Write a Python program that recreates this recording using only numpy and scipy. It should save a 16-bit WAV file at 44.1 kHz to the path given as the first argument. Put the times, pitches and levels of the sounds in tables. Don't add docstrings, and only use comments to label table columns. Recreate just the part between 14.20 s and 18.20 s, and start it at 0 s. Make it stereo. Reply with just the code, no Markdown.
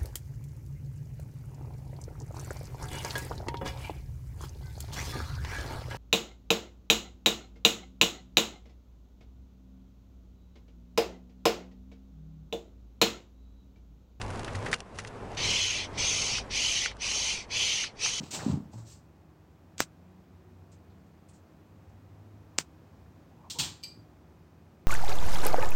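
import sys
import numpy as np
from scipy import signal
from scipy.fft import rfft, irfft
from scipy.io import wavfile
from scipy.ndimage import uniform_filter1d

SR = 44100
rng = np.random.default_rng(int(sys.argv[2]) if len(sys.argv) > 2 else 0)


def persist_wave(psi):
    counts = np.round(np.clip(psi, -1, 1) * 32767).astype(np.int16)
    wavfile.write(sys.argv[1], SR, np.atleast_2d(counts).T)


N = 176400
HOP = 256
TIME = np.arange(N) / SR
FRAME_S = np.arange(N // HOP + 5) * HOP / SR
HZ = np.fft.rfftfreq(4 * HOP, 1 / SR)

# frequency_hz, gain_db
TICK_COLOUR = [(300, -47), (1500, 8.5), (2300, -1), (2700, 7), (3150, 1), (4300, 2), (6300, 0), (8000, -5),
               (10000, -4), (12000, -30), (14000, -34)]
# frequency_hz, left_minus_right_db
BALANCE = [(60, 5.1), (350, 4.9), (1150, 3.5), (2070, 4.3), (3730, 5.5), (6720, 10.5), (12100, 10.3)]


def valves():
    # time_s, level_db
    strokes = [
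        [(1.13, -55), (1.166, -62), (1.172, -36), (1.244, -29), (1.382, -27), (1.606, -33), (1.654, -40),
         (1.71, -79)],
        [(1.73, -55), (1.772, -45.5), (1.782, -32), (1.79, -30.5), (1.878, -28), (2.186, -32), (2.26, -69.5)],
        [(2.28, -81), (2.31, -38), (2.36, -28.5), (2.578, -27), (2.598, -30), (2.656, -29), (2.722, -50.5),
         (2.74, -63)],
        [(2.77, -61), (2.772, -71), (2.824, -33.5), (2.902, -30), (3.126, -31), (3.208, -41), (3.246, -51.5),
         (3.27, -75)],
        [(3.28, -73), (3.308, -41.5), (3.328, -35), (3.372, -28.5), (3.45, -27), (3.642, -32), (3.672, -41),
         (3.73, -68)],
        [(3.75, -69.5), (3.808, -37), (3.84, -28), (3.89, -29), (3.912, -33.5), (4.0, -33.5)],
    ]
    # jet_weight_db, treble_db_per_octave
    stroke_tones = [(5, -1.5), (4.5, -1.5), (6.5, -.5), (7, -0.5), (7, -0.5), (9, 0)]
    # frequency_hz, density_db
    pull = [(300, -38), (1000, -15), (1650, -17.5), (2000, -5), (2400, -4), (3100, -4), (3800, -3),
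            (5300, -3.5), (6300, -1.5), (6900, -9.5), (7600, -15), (9000, -17.5), (11700, -29.5),
            (12500, -62)]
    push = [(300, -31), (1000, -12), (1650, -19), (2000, -7.5), (2400, -5), (3100, -7.5), (3800, -3.5),
            (5300, -2), (6300, -0.5), (6900, -9.5), (7600, -13), (9000, -15), (11700, -31.5), (12500, -63)]
    # frequency_hz, boost_db
    intake_modes = [(1950, 2), (2400, 4.5), (2815, 3), (3100, 6), (3370, 2.5), (4190, 2), (4540, 2),
                    (5750, 1.5), (6150, 4), (6500, 2)]
    jet_hz, jet_climb_hz, jet_width_hz = 2050, 1050, 270
    whistle_hz, whistle_climb_hz, whistle_width_hz = 2055, 1020, 102
    near_ms, travel_ms, reflection = 0.53, 2.3, -0.11
    modes_db = sum(db / (1 + ((HZ - hz) / 114) ** 2) for hz, db in intake_modes)
    treble_echo = abs(echo(HZ, ms=2.655, share=0.35 * (HZ > 2870)))
    wander_db = 1.72 * patches(frames=16, bins=5)
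    gain = np.ones((len(FRAME_S), len(HZ))) * unit(amp(read(pull, HZ)))
    flow = np.zeros(N)
    for k, stroke in enumerate(strokes):
        times, flow_db = np.transpose(stroke)
        start, end = times[0], times[-1]
        flow += level(stroke) * ((TIME >= start) & (TIME < end))
        now = (FRAME_S >= start) & (FRAME_S < end)
        t = FRAME_S[now, None]
        stroke_s = end - start if k < len(strokes) - 1 else 0.44
        progress = np.clip((t - start) / stroke_s, 0, 1)
        travel = (1 - np.cos(np.pi * progress)) / 2
        speed = np.sin(np.pi * progress ** 0.9)
        stretch = 1 + 0.12 * (speed - 2 / np.pi)
        colour_db = read(push if k % 2 else pull, HZ / stretch)
        jet_weight_db, treble_slope = stroke_tones[k]
        jet_db = 0
        for order, share in [(1, 0.53), (2, 0.21)]:
            offset = (HZ / order - jet_hz - jet_climb_hz * speed) / jet_width_hz
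            jet_db += jet_weight_db * share * np.exp(-0.5 * offset ** 2)
        detuning = (HZ - whistle_hz - whistle_climb_hz * speed) / whistle_width_hz
        whistle_db = 2.5 / (1 + detuning ** 2)
        excess_db = np.interp(t, times, flow_db) + 23.5
        bright_db = (treble_slope + 0.0849 * excess_db) * np.log2(np.maximum(HZ / jet_hz, 1))
        growing = echo(HZ, near_ms + travel_ms * travel, reflection)
        shrinking = echo(HZ, near_ms + travel_ms * (1 - travel), reflection)
        shape = amp(colour_db + jet_db + whistle_db + modes_db + bright_db + wander_db[now])
        shape *= treble_echo / abs(growing * shrinking)
        gain[now] = shape / np.sqrt(np.mean(shape ** 2, axis=1, keepdims=True))
    return flow * turbulence(gain, patch_db=1.87, flutter_db=0.38)


def knocks():
    # start_s, level_db, decay_s
    strikes = [(.0144, -27, 0.0026), (.279, -35.5, 0.01), (.348, -35, 0.0053), (.461, -33.5, 0.017),
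               (.5292, -17.5, 0.0029), (.5362, -18.5, 0.0023), (.5395, -22.5, 0.002), (.787, -32.5, 0.0072),
               (.848, -29, 0.0021), (2.1835, -23.5, 0.0016), (2.659, -21.5, 0.0026), (2.715, -35.5, 0.0022),
               (3.639, -27.5, 0.0042), (3.860, -30, 0.0024)]
    # frequency_hz, gain_db
    colour = [(100, -14), (700, -14), (1000, -6), (1340, 2.5), (1600, 0.5), (2000, 4), (2700, -6),
              (3300, -6), (4200, -13), (6000, -20.5), (9000, -22), (12000, -38), (14000, -62)]
    return impacts(strikes, colour)


def ticks():
    # start_s, level_db, decay_s
    contacts = [(.0144, -34, 0.0046), (.026, -44, 0.0026), (.103, -39.5, 0.0033), (.174, -47, .006),
                (.194, -36, 0.003), (.2325, -36, 0.001), (.2455, -34.5, 0.0036), (.353, -38, 0.0087),
                (.462, -42, .006), (.486, -45, .003), (.514, -35.5, 0.0092), (.5285, -28, 0.0023),
                (.5415, -23.5, 0.0026), (.552, -47, 0.0023), (.604, -32, 0.0018), (.7865, -32.5, 0.0026),
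                (.792, -33.5, 0.0012), (.799, -40, 0.0035), (.870, -50, .003), (.878, -45, 0.0024),
                (1.117, -48, .002), (1.149, -42, .002), (2.768, -45.5, 0.0018), (3.860, -30.5, .002)]
    handle_hz, decay_s, ring_db = 2820, 0.0077, -23
    clicks = impacts(contacts, TICK_COLOUR)
    t = TIME[:SR // 10]
    ring = np.sin(2 * np.pi * handle_hz * t) * np.exp(-t / decay_s)
    ring /= np.linalg.norm(ring)
    return clicks + amp(ring_db) * signal.oaconvolve(clicks, ring[None], axes=1)[:, :N]


def hull():
    # time_s, relative_level_db
    rush = [(0.0, -40), (0.13, -40), (0.15, -37.5), (0.24, -40), (0.53, -39), (0.57, -51.5), (1.28, -40.5),
            (1.47, -48.5), (1.84, -42), (1.88, -46), (2.21, -45), (2.78, -51.5), (2.99, -48), (3.24, -51.5),
            (3.38, -47), (3.71, -54.5), (3.85, -49.5), (4.0, -53)]
    # frequency_hz, density_db
    colour = [(20, -19), (35, -1), (70, 0), (140, -4.5), (200, -4.5), (310, -8), (430, -4.5), (600, -8),
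              (950, -9), (1400, -16), (2200, -21.5), (4000, -32), (8000, -38), (11500, -46.5), (13000, -63)]
    return level(rush) * amp(2) * turbulence(amp(read(colour, HZ)), patch_db=1, flutter_db=1.1)


def rubbing():
    # start_s, length_s, level_db
    rubs = [(0, 0.6, -56), (0.745, .15, -55)]
    slips_per_s, spread_db = 900, 4.5
    slipping = rng.random(N) < slips_per_s / SR
    slips = slipping * amp(spread_db * np.minimum(rng.exponential(1, N), 4))
    gate = sum(amp(db) * ((TIME >= start) & (TIME < start + length)) for start, length, db in rubs)
    return body(gate * unit(slips * rng.choice([-1, 1], (2, N))), TICK_COLOUR)


def hums():
    # time_s, level_db
    upper = [(0, -37), (.12, -40.5), (.52, -41.5), (.58, -72), (.8, -51), (1.28, -46.5), (1.55, -52),
             (2.2, -51), (2.7, -60.5), (4, -62)]
    lower = [(0, -49), (1.2, -65), (1.5, -55.5), (2.25, -50), (2.7, -53), (3.2, -51.5), (3.4, -80),
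             (4, -64)]
    sound = np.zeros((2, N))
    for pitch_hz, drift_hz, envelope in [(102.1, 5.45, upper), (53.6, 4.1, lower)]:
        drift, waver = (unit(signal.resample(rng.standard_normal(64), N)) for _ in range(2))
        phase = 2 * np.pi * np.cumsum(pitch_hz + drift_hz * drift) / SR
        tone = np.sqrt(2) * np.sin(phase) * unit(amp(3 * waver))
        pan = amp(read(BALANCE, pitch_hz) * np.array([[0.5], [-0.5]]))
        sound += tone * level(envelope) * pan
    return sound


def turbulence(gain, patch_db, flutter_db):
    a, b, c, d = rng.standard_normal((4, len(FRAME_S), len(HZ)))
    eddies_db = patch_db * patches(frames=5, bins=7)
    flicker_db = flutter_db * rng.standard_normal((len(FRAME_S), 1))
    spectra = pair(a + 1j * b, c + 1j * d, HZ) * gain * amp(eddies_db + flicker_db)
    noise = signal.istft(spectra.swapaxes(1, 2), nperseg=4 * HOP, noverlap=3 * HOP)[1][:, :N]
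    return noise / np.std(noise.mean(0))


def impacts(table, colour):
    rise_s, tail_db, tail_s = 0.00043, -35, 0.02
    force = np.zeros(N)
    for start, db, decay_s in table:
        t = np.maximum(TIME - start, 0)
        fall = np.exp(-t / decay_s) + amp(tail_db) * np.exp(-t / tail_s)
        force += amp(db) * np.minimum(t / rise_s, 1) * fall
    return body(force * rng.choice([-1, 1], (2, N)), colour)


def body(force, colour):
    hz = np.fft.rfftfreq(N, 1 / SR)
    magnitude = unit(amp(read(colour, abs(np.fft.fftfreq(N, 1 / SR)))))
    response = np.exp(np.conj(signal.hilbert(np.log(magnitude))))[:len(hz)]
    ground = echo(hz, ms=2.6, share=0.074)
    return irfft(pair(*rfft(force), hz) * response * ground, N)


def pair(a, b, hz):
    # frequency_hz, coherence
    likeness = [(130, 0.93), (580, .96), (1250, 0.83), (2660, 1), (5680, 0.64), (12100, 0.4)]
    # frequency_hz, left_lead_rad
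    lead = [(100, 0), (3900, 0.75), (6200, -.8), (9200, -0.73), (11500, -9)]
    coherence = np.clip(read(likeness, hz), 0, 1)
    tilt = amp(read(BALANCE, hz) / 2)
    right = coherence * a + np.sqrt(1 - coherence ** 2) * b
    return np.array([a * tilt, right * np.exp(-1j * read(lead, hz)) / tilt])


def echo(hz, ms, share):
    return 1 + share * np.exp(-2j * np.pi * hz * ms / 1000)


def patches(frames, bins):
    noise = rng.standard_normal((len(FRAME_S), len(HZ)))
    return unit(uniform_filter1d(uniform_filter1d(noise, size=frames, axis=0), size=bins, axis=1))


def read(points, hz):
    frequencies, values = np.transpose(points)
    return np.interp(np.log(hz + 1), np.log(frequencies), values)


def level(points):
    return amp(np.interp(TIME, *np.transpose(points)))


def amp(db):
    return 10 ** (np.asarray(db) / 20)


def unit(x):
    return x / np.sqrt(np.mean(abs(x) ** 2) + 1e-20)


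def scene():
    rattles = knocks() + ticks() + rubbing()
    return valves() + hull() + rattles + hums()


def record(dry):
    cutoff_hz = 12700
    low_pass = signal.firwin(255, cutoff_hz, window=("kaiser", 8), fs=SR)
    return signal.oaconvolve(dry, low_pass[None], "same")


dry = scene()
out = record(dry)
persist_wave(out)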